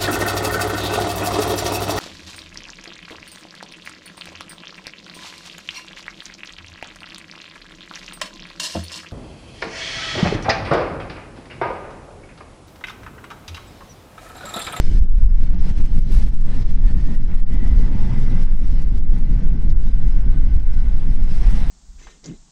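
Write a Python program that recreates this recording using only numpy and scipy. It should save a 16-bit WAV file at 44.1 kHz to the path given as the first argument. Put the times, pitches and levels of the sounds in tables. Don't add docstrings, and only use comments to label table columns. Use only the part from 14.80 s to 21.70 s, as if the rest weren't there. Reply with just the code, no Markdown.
import sys
import numpy as np
from scipy import signal
from scipy.fft import rfft, irfft, next_fast_len
from scipy.io import wavfile
from scipy.ndimage import uniform_filter1d, map_coordinates

SR = 44100
rng = np.random.default_rng(int(sys.argv[2]) if len(sys.argv) > 2 else 0)


def unload_wav(signal):
    wavfile.write(
        sys.argv[1],
        SR,
        np.round(np.clip(np.atleast_2d(signal).T, -1, 1) * 32767).astype(np.int16),
    )


def attenuation_scalar(level_db):
    decades = np.asarray(level_db, float) / 20
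    return 10 ** decades


N = 304290

# start_s, gain_drop_db, held_s, tick_peak_db
GAIN_DUCKS = [(0.188, 9, 0.16, -53), (0.4286, 6.5, 0.11, -53), (.748, 5.5, 0.013, -61),
              (0.913, 10.5, 0.015, -63), (1.01, 6, 0.014, -70), (1.057, 7, 0.07, -50.5),
              (1.188, 9.5, 0.065, -52), (1.43, 5.5, 0.073, -66), (1.4815, 7, 0.022, -51),
              (1.542, 11, 0.086, -50), (1.826, 8, 0.036, -60), (1.91, 6.5, 0.1, -50),
              (2.11, 3.5, 0.021, -68), (2.35, 8, 0.11, -51), (2.545, 8, .02, -49), (2.597, 12, 0.057, -48),
              (2.759, 4, 0.025, -65), (2.875, 2, 0.036, -51), (3.08, 4.5, 0.016, -62),
              (3.6306, 6.5, 0.078, -49), (3.735, 5.5, 0.059, -57), (4.0197, 5, 0.11, -49.5),
              (4.1803, 8, 0.094, -51), (4.3839, 4.5, .04, -53.5), (4.93, 2.5, 0.044, -66),
              (5.806, 3.5, 0.068, -68), (6.58, 1, 0.011, -64)]


def unit(x):
    return x / np.sqrt(np.mean(x ** 2) + 1e-20)


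def curves(rows):
    s, *cols = np.transpose(rows)
    return [np.interp(np.arange(N) / SR, s, c) for c in cols]


def wobble(rate_hz):
    knots = rng.standard_normal(int(N * 200 / SR))
    return map_coordinates(knots, [np.arange(N) * min(rate_hz, 190) / SR])


def swells(rows):
    t = np.arange(N) / SR
    return np.sqrt(sum(attenuation_scalar(2 * db) * np.exp(-((t - s) / half_s) ** 2) for s, db, half_s in rows))


def filtered(x, response):
    m = next_fast_len(N + 8192)
    return irfft(rfft(x, m) * response(np.fft.rfftfreq(m, 1 / SR)), m)[:N]


def colour(points):
    f, db = np.transpose(points)
    return lambda hz: attenuation_scalar(np.interp(np.log(hz + 1), np.log(f + 1), db))


def rush(spectrum, patchy_db):
    z = signal.stft(rng.standard_normal(N), nperseg=512)[2]
    field = uniform_filter1d(rng.standard_normal(z.shape), size=5, axis=0)
    field = uniform_filter1d(field, size=8, axis=1)
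    patchy = signal.istft(z * attenuation_scalar(patchy_db * unit(field)), nperseg=512)[1][:N]
    return filtered(patchy, colour(spectrum))


def evened(spectrum):
    swing = unit(filtered(rng.standard_normal(N), colour(spectrum)))
    power = np.abs(uniform_filter1d(swing ** 2, size=6000))
    return unit(swing / (power + .02) ** .4)


def ducking():
    snap_s, recover_s = .012, .045
    t = np.arange(N) / SR
    drop_db = 0
    for s, db, held_s, _ in GAIN_DUCKS:
        fall = np.clip((t - s) / snap_s, 0, 1)
        creep = np.exp(-(np.maximum(t - s - held_s, 0) / recover_s) ** 2)
        drop_db = drop_db + db * fall * creep
    return -drop_db


def buffet():
    # freq_hz, level_db_per_hz
    slow_spectrum = [(2, -22), (5, -5), (13, 0), (20, -3), (25, -12), (35, -50), (60, -140)]
    # freq_hz, level_db_per_hz
    flutter_spectrum = [(6, -140), (14, -50), (22, -0.5), (30, -4), (40, -6.5), (62, -17.5), (100, -31.5),
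                        (200, -61), (500, -140)]
    # time_s, peak_db, half_length_s
    eddies = [(.16, -7, 0.048), (.46, -9, 0.097), (.72, -14.5, 0.11), (.98, -14.5, 0.042),
              (1.16, -14, 0.074), (1.4, -10, 0.076), (1.8, -19.5, 0.072), (2.1, -10, 0.11),
              (2.3, -15, 0.082), (2.52, -18.5, .05), (2.78, -14.5, 0.075), (2.97, -11, 0.087),
              (3.2, -17.5, 0.12), (3.7, -15.5, 0.058), (3.92, -11, 0.073), (4.13, -11.5, .06),
              (4.32, -13, 0.047), (4.6, -11.5, 0.079), (4.75, -12.5, .06), (4.92, -10, 0.047),
              (5.12, -15, 0.09), (5.4, -12, 0.15), (5.72, -13, 0.13), (6.07, -14, 0.099),
              (6.28, -16.5, 0.038), (6.45, -13.5, 0.041), (6.68, -9, 0.068), (6.88, -11.5, .05)]
    calm_db = -26
    slow = attenuation_scalar(-9.6) * evened(slow_spectrum)
    push = slow + np.hypot(swells(eddies), attenuation_scalar(calm_db)) * evened(flutter_spectrum)
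    crest = np.exp(-(np.arange(N) / SR / .012) ** 2)
    return push + (.6 - push[0]) * crest


def snaps():
    # time_s, tick_peak_db
    small_steps = [(0.0882, -54), (0.7996, -62), (1.1104, -68), (1.26, -66), (1.3196, -45), (1.612, -52),
                   (1.669, -58), (2.0314, -61), (2.735, -50), (2.814, -60), (3.261, -59), (3.398, -52),
                   (3.7688, -58.5), (3.8496, -65), (3.8836, -56.5), (4.339, -60), (4.6374, -54.5),
                   (4.6728, -52), (4.8204, -53), (5.19, -62), (5.2814, -59), (5.42, -56), (5.5842, -61),
                   (5.73, -61), (5.892, -65), (6.05, -61), (6.32, -60), (6.4398, -51), (6.667, -56),
                   (6.7062, -46)]
    # freq_hz, level_db_per_hz
    tick_spectrum = [(300, -120), (1000, 3), (4000, -5), (9000, -6), (12000, -9.5), (15500, -13.5),
                     (16500, -120)]
    grit = [(1.345 + k * .021, -45 - k * 2.5) for k in range(5)]
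    big_steps = [(s, db) for s, _, _, db in GAIN_DUCKS]
    s, db = np.transpose(small_steps + grit + big_steps)
    impulses = np.bincount(np.round((s + .003) * SR).astype(int), attenuation_scalar(db), N)
    decay = np.exp(-np.abs(np.arange(-SR // 10, SR // 10 + 1)) / SR / 0.0086)
    shape = signal.fftconvolve(impulses, decay, "same")
    return attenuation_scalar(-1.5) * shape * unit(filtered(rng.standard_normal(N), colour(tick_spectrum)))


def bonnet():
    # time_s, peak_db, half_length_s
    booms = [
        (.82, -61.5, 0.072),
        (3.2, -50, .14),
        (6.75, -57, 0.072),
    ]
    centre_hz, width_hz = 880, 220
    ring = lambda f: 1 / (1 + (2 * (f - centre_hz) / width_hz) ** 2)
    return swells(booms) * unit(filtered(rng.standard_normal(N), ring))


def chatter():
    # centre_hz, width_hz, level_db
    resonances = [(1600, 140, -2.5), (2070, 60, -2), (2260, 70, -1), (3050, 70, -3), (3650, 70, -6),
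                  (4300, 80, -4.5), (5130, 90, -4.5), (5950, 70, -3), (6950, 60, -12), (8150, 66, -12),
                  (9250, 84, -20)]
    # start_s, held_s, level_db
    shakes = [
        (0, .16, -51),
        (.62, .04, -57),
        (.85, 0, -58),
        (1.35, .03, -55),
        (4.9, 0, -60),
        (5.75, 0, -61),
        (5.94, 0, -61),
    ]
    rise_db_per_s, fall_db_per_s = 352, 403
    t = np.arange(N) / SR
    shake = 0
    for s, held_s, db in shakes:
        before_db = rise_db_per_s * np.maximum(s - t, 0)
        after_db = fall_db_per_s * np.maximum(t - s - held_s, 0)
        shake = shake + attenuation_scalar(db - before_db - after_db)
    ring = lambda f: sum(attenuation_scalar(db) / (1 + (1.3 * (f - c) / w) ** 2) for c, w, db in resonances)
    return shake * unit(attenuation_scalar(3.7 * wobble(55)) * filtered(rush([(0, 0)], patchy_db=2.5), ring))


def humps(hz):
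    # centre_hz, width_hz, gain_db
    panels = [(835, 43, 4.5), (1560, 36, 0.5), (1980, 110, 0), (5186, 210, 5), (6130, 180, 1),
              (8380, 340, 7)]
    return attenuation_scalar(sum(db / (1 + ((hz - c) / (w / 2)) ** 2) for c, w, db in panels))


def harrow(harrow_db, duck_db):
    # freq_hz, level_db_per_hz
    steel_spectrum = [(900, -120), (1800, 1), (3000, 1.5), (4700, 0.5), (6000, -2), (7000, -8),
                      (9000, -11.5), (11000, -17.5), (15600, -30.5), (16500, -120)]
    # time_s, extra_rattle_db
    jolts = [(.42, -4), (.64, 4), (.98, 5), (2.08, 4), (2.54, -4), (2.99, 5), (4.9, 9.5), (5.73, 2),
             (5.77, 5.5), (5.94, 6), (6.0, 3.5)]
    jolt_half_s, duck_share = .0094, .83
    t = np.arange(N) / SR
    rattle_db = harrow_db + sum(db * np.exp(-((t - s) / jolt_half_s) ** 2) for s, db in jolts)
    shaking = attenuation_scalar(0.88 * wobble(13) + 1.2 * wobble(90))
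    steel = unit(shaking * filtered(rush(steel_spectrum, patchy_db=2.0), humps))
    return attenuation_scalar(rattle_db + 0.47 + duck_share * duck_db) * steel


def whine(hz, blur_hz, flutter_db):
    turns = np.cumsum(hz + blur_hz * wobble(120)) / SR
    flutter = attenuation_scalar(flutter_db * (0.67 * wobble(11) + wobble(45)))
    return np.sqrt(2) * flutter * np.sin(2 * np.pi * turns)


def gears(firing_hz):
    # time_s, pitch_hz
    wheel_track = [(0, 1760), (1.6, 1790), (2.1, 1825), (2.45, 1900), (2.75, 1975), (3.3, 2025), (4, 2015),
                   (4.8, 1995), (5.6, 2030), (6.9, 2030)]
    # time_s, wheel_db, pump_db
    tooth_levels = [(0, -6, -3), (.7, -5, 1), (1.4, -4, -3), (1.98, -1, -2), (2.08, 9, -2), (2.3, 6, -3),
                    (2.45, 1, -4), (2.75, 6, -5), (3.5, 2, -2), (4.2, 1, 2), (4.9, 0, 5), (5.2, 0, 8),
                    (6.05, 0, 8), (6.2, 0, 0), (6.9, -2, -4)]
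    # time_s, pitch_hz, level_db
    turbo_track = [(0, 10700, -44), (2.4, 11000, -38), (3.6, 10950, -38), (5.1, 10680, -32),
                   (6, 10500, -34), (6.5, 10370, -28), (6.9, 10330, -28)]
    wheel_hz = curves(wheel_track)[0]
    wheel_db, pump_db = curves(tooth_levels)
    turbo_hz, turbo_db = curves(turbo_track)
    wheel = attenuation_scalar(wheel_db - 15) * whine(wheel_hz, blur_hz=45, flutter_db=3)
    shaft = attenuation_scalar(-19) * whine(wheel_hz * 9 / 26, blur_hz=5, flutter_db=3)
    pump = attenuation_scalar(pump_db - 18) * whine(firing_hz * 26, blur_hz=4, flutter_db=2.5)
    turbo = attenuation_scalar(turbo_db) * whine(turbo_hz, blur_hz=55, flutter_db=4)
    return wheel + shaft + pump + turbo


def block(turns):
    # freq_hz, level_db_per_hz
    block_spectrum = [(260, -24), (450, -0.5), (655, -3.5), (910, -2.5), (1150, -6), (1890, -7),
                      (2050, -5.5), (2310, -11), (4000, -21.5), (5200, -53.5), (8800, -120)]
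    knock = 1 + .15 * np.cos(2 * np.pi * turns)
    clatter = filtered(rush(block_spectrum, patchy_db=0.5), humps)
    return unit(knock * attenuation_scalar(1.02 * wobble(30)) * clatter)


def engine(turns):
    # centre_hz, width_hz, level_db
    pipe_modes = [(57, 28, -10), (113, 40.7, 0), (173.5, 41.8, 2), (247.3, 60, -8), (342, 69, -17.5)]
    at = np.flatnonzero(np.diff(np.floor(turns)))
    cylinder_db = 6.1 * np.cos(np.arange(len(at)) * np.pi / 3)
    stroke_db = 5.9 * np.tanh(rng.standard_normal(600)[:len(at)])
    pulses = np.zeros(N)
    pulses[at] = attenuation_scalar(cylinder_db + stroke_db)

    def pipe(f):
        return sum((-1) ** k * attenuation_scalar(db) * 1j * f * w / (c * c - f * f + 1j * f * w + 1e-9)
                   for k, (c, w, db) in enumerate(pipe_modes))

    return unit(filtered(pulses - pulses.mean(), pipe))


def roar(turns, duck_db):
    # freq_hz, level_db_per_hz
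    roar_spectrum = [(29, -31), (50, -8.5), (70, -5.5), (102, -5), (178, -8), (253, -13.5), (386, -26),
                     (700, -39), (910, -75.5), (1540, -120)]
    # time_s, roar_db, large_over_small_eddies_db
    wind_track = [(0, -29, -4), (.15, -26.5, -5), (.45, -34, -4), (.8, -29, -1), (1.2, -26.5, 0),
                  (1.6, -27, 0), (2.1, -27, 0), (2.6, -28, 0.5), (3.0, -25, 0), (3.45, -26, 1.5),
                  (3.8, -30.5, 1), (3.95, -28.5, 1.5), (4.5, -26.5, 2.5), (5.1, -33, 4), (5.6, -29, 2),
                  (5.85, -34.5, 1), (6.3, -30.5, 1), (6.9, -29, 2)]
    eddy_hz, duck_share = 120, .65
    roar_db, eddy_db = curves(wind_track)
    air = rush(roar_spectrum, patchy_db=-1.0)
    air = air + (attenuation_scalar(eddy_db) - 1) * filtered(air, lambda hz: 1 / (1 + (hz / eddy_hz) ** 4))
    mix = unit(attenuation_scalar(1.2 * wobble(25)) * air) + attenuation_scalar(-7.0) * engine(turns)
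    return attenuation_scalar(roar_db + duck_share * duck_db) * mix


def machine():
    # time_s, firing_hz
    firing_track = [(0, 57.5), (1, 58), (2.1, 57), (2.6, 58), (3.5, 60.5), (4.1, 59.2), (5, 58.7),
                    (5.6, 58.5), (6.9, 56.8)]
    # time_s, machine_db, harrow_over_engine_db
    approach = [(0, -51.5, 0.5), (.15, -51, -2.5), (.7, -53, -7.5), (.9, -46.5, -5.5), (1.35, -48.5, -2),
                (1.75, -47, -5.5), (2.2, -49.5, -5.5), (2.8, -46.5, -9), (3.25, -46, -7), (3.6, -46.5, -10),
                (3.9, -51.5, -3), (4.3, -50.5, -7), (4.7, -52, -11), (5.1, -54, -5.5), (5.6, -51.5, -9),
                (6.42, -50.5, -7.5), (6.5, -48, -3.5), (6.65, -44, -5), (6.9, -44, -5)]
    block_duck_share = .85
    near_db, harrow_db = curves(approach)
    duck_db = ducking()
    firing_hz = curves(firing_track)[0]
    turns = np.cumsum(firing_hz) / SR
    hard = attenuation_scalar(block_duck_share * duck_db) * (block(turns) + gears(firing_hz))
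    hard = hard + harrow(harrow_db, duck_db)
    return attenuation_scalar(near_db) * hard + roar(turns, duck_db)


def scene():
    return (buffet() + machine() + chatter() + snaps() + bonnet())[None]


def starve(x, unrest_db):
    # freq_hz, level_db
    floor_spectrum = [(2000, -99.5), (5000, -101), (8000, -99), (10000, -97.5), (15000, -99)]
    # time_s, threshold_rise_db, half_length_s
    famines = [(.29, 18, .025), (.5, 3, .03), (2.635, 11, .02), (4.23, 4, .03), (4.78, 8, .012),
               (4.945, 11, .01), (5.31, 8, .015), (5.68, 9, .015), (5.79, 7, .01)]
    duck_share = .28
    hz, t, z = signal.stft(x, SR, nperseg=2048, noverlap=1024)
    band_number = np.floor(26 * np.log(hz / 700 + 1))
    _, first, band, wide = np.unique(band_number, True, True, True)
    band_rms = np.sqrt(np.add.reduceat(np.abs(z) ** 2, first) / wide[:, None])
    unrest = rng.standard_normal(len(t)) + .6 * rng.standard_normal(band_rms.shape)
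    rise = attenuation_scalar(-duck_share * ducking()) + swells(famines)
    rise = rise[np.minimum(t * SR, N - 1).astype(int)]
    lack = colour(floor_spectrum)(hz)[:, None] * (attenuation_scalar(unrest_db * unrest) * rise / band_rms)[band]
    kept = np.where(hz[:, None] > 1500, 1 / (1 + np.minimum(lack, 10) ** 14), 1)
    return signal.istft(z * kept, SR, nperseg=2048, noverlap=1024)[1][:N]


def roll_off(x):
    return signal.sosfilt(signal.butter(12, 15740, fs=SR, output="sos"), x)


def record(dry):
    low = filtered(dry[0], lambda hz: 1 / (1 + (hz / 60) ** 4))
    flat = low / (1 + np.abs(low / .7) ** 5) ** (1 / 5)
    mix = starve(dry[0] - low + flat, unrest_db=6.0)[None]
    return roll_off(mix)


dry = scene()
out = record(dry)
unload_wav(out)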